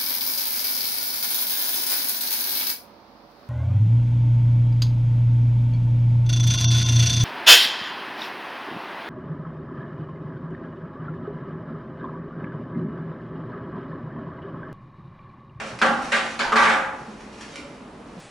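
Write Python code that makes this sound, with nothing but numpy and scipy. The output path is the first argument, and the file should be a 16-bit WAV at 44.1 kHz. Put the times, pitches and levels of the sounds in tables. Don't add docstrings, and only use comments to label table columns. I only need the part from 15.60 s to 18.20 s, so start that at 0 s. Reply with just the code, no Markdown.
import sys
import numpy as np
from scipy import signal
from scipy.fft import rfft, irfft
from scipy.io import wavfile

SR = 44100
rng = np.random.default_rng(int(sys.argv[2]) if len(sys.argv) > 2 else 0)


def dump_mix(stems):
    frames = np.atleast_2d(stems).T
    limited = np.clip(frames, -1, 1)
    pcm = np.round(limited * 32767).astype(np.int16)
    wavfile.write(sys.argv[1], SR, pcm)


N = 114660
LEAD = 8820
M = N + LEAD
AGE = np.arange(M) / SR
T = (np.arange(M) - LEAD) / SR
FREQ = np.maximum(np.arange(M + 1) * SR / (2 * M), 1)
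SIDES = np.array([[1], [-1]])

# t/s, level/dB, bass/dB, treble/dB, desk ring/dB, chatter fade/s,
# pitch of the struck spot/Hz, boost at that pitch/dB, crack/dB
KNOCK_BLOWS = [(-.03, -17.5, 13.5, 7.5, -17, 0.0067, 1190, 7, -36),
               (.214, -4.5, 7, 0.5, 1, 0.009, 1270, 6.5, -2),
               (0.255, -13.5, -1, 4, 1.5, 0.0053, 787, 11, 0),
               (0.416, -30, -20, -24, 13, .005, 1230, -3, -22),
               (.518, -8, 5.5, 7.5, 2.5, 0.01, 2090, 5, -8.5),
               (.553, -18.5, 9, 13, 2.5, .004, 1550, -8, -9),
               (0.79, -8.5, 6.5, 5, -5.5, 0.0076, 4630, 6.5, -12.5),
               (.844, -23.5, -4, 8, -0.5, 0.0056, 897, 20, -1.5),
               (.919, -9.5, 7.5, -17, 6, 0.005, 1194, 17, -2),
               (.956, -3, -5.5, 1.5, 0.5, 0.0041, 1900, 5, -8),
               (.977, 0, -10, -9.5, 2.5, 0.0088, 1360, 1, -24),
               (1.022, -6, -18, 3.5, -6.5, 0.013, 1050, -6, -3.5),
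               (1.052, -4, 1, -6, 2, 0.011, 2200, 10.5, -12),
               (1.090, -4.5, -10.5, -1, -3.5, 0.0095, 1520, 3, -16),
               (1.127, -7.5, -9, -7, 3, 0.0029, 1370, 4.5, -14),
               (1.195, -36.5, -8, 6, -15, 0.01, 1670, 1, -6)]
# f/Hz, side compared with mid/dB
STEREO_WIDTH = [(60, -20), (170, -24), (240, -23.5), (330, -16.5), (550, -9), (2000, -6.5), (4000, -6.5),
                (9000, -8.5)]


def knocks(rooms, gain_db=23, spot_octaves=0.17, crack_rise_s=.006, crack_fade_s=0.014):
    # f/Hz, level/dB
    knock_tone = [(40, -10.5), (120, -9.5), (170, -2.5), (225, 3.5), (310, -3.5), (450, -1), (650, 4),
                  (850, 8), (1200, 5), (1600, 8), (2000, 2), (2500, 0), (3200, -4.5), (5000, -15),
                  (7500, -19.5), (11000, -30)]
    treble_lift_db = 1 / (1 + (5630 / FREQ) ** 2)
    crack_shape = np.exp(-AGE / crack_fade_s) * (1 - np.exp(-AGE / crack_rise_s))
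    out = 0
    for k, (start, db, bass, treble, _, fade, spot_hz, spot_db, crack_db) in enumerate(KNOCK_BLOWS):
        spot = spot_db * np.exp(-.5 * (np.log2(FREQ / spot_hz) / spot_octaves) ** 2)
        tone = at(knock_tone, FREQ) + spot
        clack = colour(contact(fade), tone + blow_tone(FREQ, bass, treble))
        crack = colour(unit(rng.standard_normal(M) * crack_shape), tone + treble_lift_db)
        knock = echo(clack, rooms[k % len(rooms)]) + undb(crack_db) * crack
        out = out + undb(db + gain_db) * place(knock, start)
    return out


def contact(fade_s, chatter_db=-3):
    push = undb(chatter_db) * unit(rng.standard_normal(M) * np.exp(-AGE / fade_s))
    push[0] += 1
    return unit(push)


def blow_tone(hz, bass_db, treble_db):
    return bass_db / (1 + (hz / 577) ** 4) + treble_db / (1 + (2040 / hz) ** 4)


def desk_ring(gain_db=-23, build_s=0.015, waver_hz=35, waver=.55, spread=0.35):
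    # f/Hz, level/dB, time to fade by 60 dB/s
    desk_notes = [(226.4, -6, 0.61), (436.8, -3.5, 0.28), (537, -7.5, 0.76), (568, 0.5, 0.3),
                  (761, -5.5, 0.9), (818, -13, 1), (848, -9, 1), (1141, 1, 0.47), (1187, 2.5, 0.56),
                  (1362, -2.5, 0.49), (1507, 0.5, 0.44), (1554, 2, 0.47), (1628, 6, 0.38),
                  (1922, 1.5, 0.38)]
    times, db, bass, treble, ring_db, *_ = np.array(KNOCK_BLOWS).T
    starts = np.round(times * SR).astype(int) + LEAD
    out = 0
    for hz, note_db, t60 in desk_notes:
        strength = undb(db + ring_db + note_db + blow_tone(hz, bass, treble))
        blows = np.zeros(M, complex)
        blows[starts] = strength * np.exp(2j * np.pi * rng.random(len(times)))
        step = np.exp((2j * np.pi * hz - np.log(1000) / t60) / SR)
        ring = signal.lfilter([1], [1, -step], blows)
        ring -= signal.lfilter([1], [1, -step * np.exp(-1 / (build_s * SR))], blows + 1e-18)
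        mid, side = (wander(waver_hz) + 1j * wander(waver_hz) for _ in range(2))
        out = out + (ring * (1 + waver * mid + SIDES * spread * side)).imag
    return undb(gain_db) * out


def paper(room, slide_db=-38, release_s=.02, crinkle_db=6.5, crinkle_hz=250.7, tap_db=-4):
    # t/s, swell/s, hold/s, level/dB
    slides = [(-.05, 0.032, 0.11, -3), (0.292, 0.028, 0.4, -1), (0.92, 0.011, 0.11, 9),
              (1.262, 0.07, 0.16, -11), (1.492, 0.038, 0.25, -13), (1.757, 0.034, 0.031, -4),
              (1.854, 0.058, 0.03, -3.5), (2.04, 0.043, 0.089, -17.5), (2.41, 0.19, .1, -11.5)]
    # t/s, level/dB, chatter fade/s
    stack_taps = [(.189, 2, 0.0066), (1.606, -9, .008), (1.81, -1, 0.01), (1.957, 1, 0.0034)]
    # f/Hz, level/dB
    paper_tone = [(100, -10), (500, -18.5), (1200, 5), (2400, 4), (3600, -1.5), (6000, -3.5), (8500, -12.5),
                  (11000, -16)]
    effort = taps = 0
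    for start, swell, hold, db in slides:
        rise = np.clip((T - start) / swell, 0, 1)
        fall = np.exp(-np.maximum(T - start - swell - hold, 0) / release_s)
        effort = effort + undb(db) * rise * fall
    hiss = undb(slide_db + crinkle_db * wander(crinkle_hz)) * effort * rng.standard_normal(M)
    for start, db, fade in stack_taps:
        tap = undb(tap_db + db) * contact(fade, chatter_db=10.5)
        taps = taps + place(tap[None], start)[0]
    hiss, taps = colour(np.array([hiss, taps]), at(paper_tone, FREQ))
    return echo(hiss + taps, room) + undb(-5) * taps


def bumps(attack_s=0.0055, waver=0.22, waver_hz=40):
    # t/s, level/dB, f/Hz, time to fade by 60 dB/s
    soft_bumps = [(0.038, -38, 540, 0.78), (0.121, -34.5, 121, 0.27), (.86, -42, 33, .4),
                  (1.409, -36, 140, 0.18), (1.478, -36.5, 215.2, 0.86), (1.811, -33, 212.6, 0.25),
                  (1.93, -39.5, 555, 0.37), (1.981, -34.5, 296, 0.19), (2.04, -37, 568, .4),
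                  (2.153, -37, 268, 0.18), (2.21, -40.5, 202.3, 0.57), (2.564, -36.5, 177, 0.45)]
    out = 0
    for start, db, hz, t60 in soft_bumps:
        level = undb(db) * (1 + waver * wander(waver_hz))
        shape = undb(-60 * AGE / t60) * (1 - np.exp(-AGE / attack_s))
        hum = level * shape * np.sin(2 * np.pi * hz * AGE)
        out = out + place(hum[None], start)
    return out


def ventilation(gain_db=-42.5):
    # f/Hz, level/dB
    air_tone = [(15, -67), (25, -13), (64, -5.5), (85, -14), (145, -8), (241, -2), (311, -5.5), (344, -9),
                (381, -6.5), (456, -6), (492, -9.5), (819, -13), (930, -12.5), (1230, -14.5), (1400, -18.5),
                (1850, -22.5), (11000, -43), (14300, -43), (22000, -120)]
    mid, side = colour(rng.standard_normal((2, M)), at(air_tone, FREQ))
    return undb(gain_db) * stereo(mid, side) / np.std(mid)


def classroom(direct_db=-32, early_db=-15, early_fade_s=0.036):
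    # f/Hz, time to fade by 60 dB/s
    ring_times = [(125, 1), (300, 1), (700, 1), (1400, 0.68), (3000, 0.58), (6000, 0.51), (10000, 0.63)]
    noise = rfft(rng.standard_normal((2, M)), 2 * M)
    early = undb(early_db) * unit(np.exp(-AGE / early_fade_s))
    octaves_hz = 62.5 * 2 ** np.arange(9)
    out = 0
    for k, hz in enumerate(octaves_hz):
        share = np.interp(np.log(FREQ), np.log(octaves_hz), np.eye(len(octaves_hz))[k])
        band = irfft(noise * share)[:, :M]
        build = 1 - np.exp(-AGE / (0.036 * 250 / hz))
        tail = unit(undb(-60 * AGE / at(ring_times, hz)))
        out = out + band * build * np.hypot(tail, early)
    mid, side = out
    mid[0] += undb(direct_db)
    return stereo(mid, side)


def echo(x, room):
    return signal.fftconvolve(x[None], room, axes=1)[:, :M]


def stereo(mid, side):
    return mid + SIDES * colour(side, at(STEREO_WIDTH, FREQ))


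def colour(x, db):
    cepstrum = irfft(np.log(undb(db)))
    cepstrum[1:M] *= 2
    cepstrum[M + 1:] = 0
    return irfft(rfft(x, 2 * M) * np.exp(rfft(cepstrum)))[..., :M]


def place(x, start_s):
    delay = int(np.clip(round(start_s * SR) + LEAD, 0, M - 1))
    return np.pad(x, ((0, 0), (delay, 0)))[:, :M]


def wander(rate):
    return np.interp(AGE * rate, np.arange(1000), rng.standard_normal(1000))


def at(table, hz):
    freqs, values = np.array(table).T
    return np.interp(np.log(hz), np.log(freqs), values)


def undb(db):
    return 10 ** (np.asarray(db) / 20)


def unit(x):
    return x / np.sqrt(np.sum(x ** 2) + 1e-18)


def scene(right_louder_db=0.66):
    rooms = [classroom() for _ in range(4)]
    mix = knocks(rooms) + desk_ring() + paper(rooms[0]) + bumps() + ventilation()
    return (mix * undb(-SIDES * right_louder_db / 2))[:, LEAD:]


def record(dry):
    ceiling, top_hz = 1.1, 11080
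    rounded = ceiling * np.tanh(dry / ceiling)
    return signal.sosfilt(signal.ellip(12, .2, 80, top_hz, fs=SR, output="sos"), rounded)


dry = scene()
out = record(dry)
dump_mix(out)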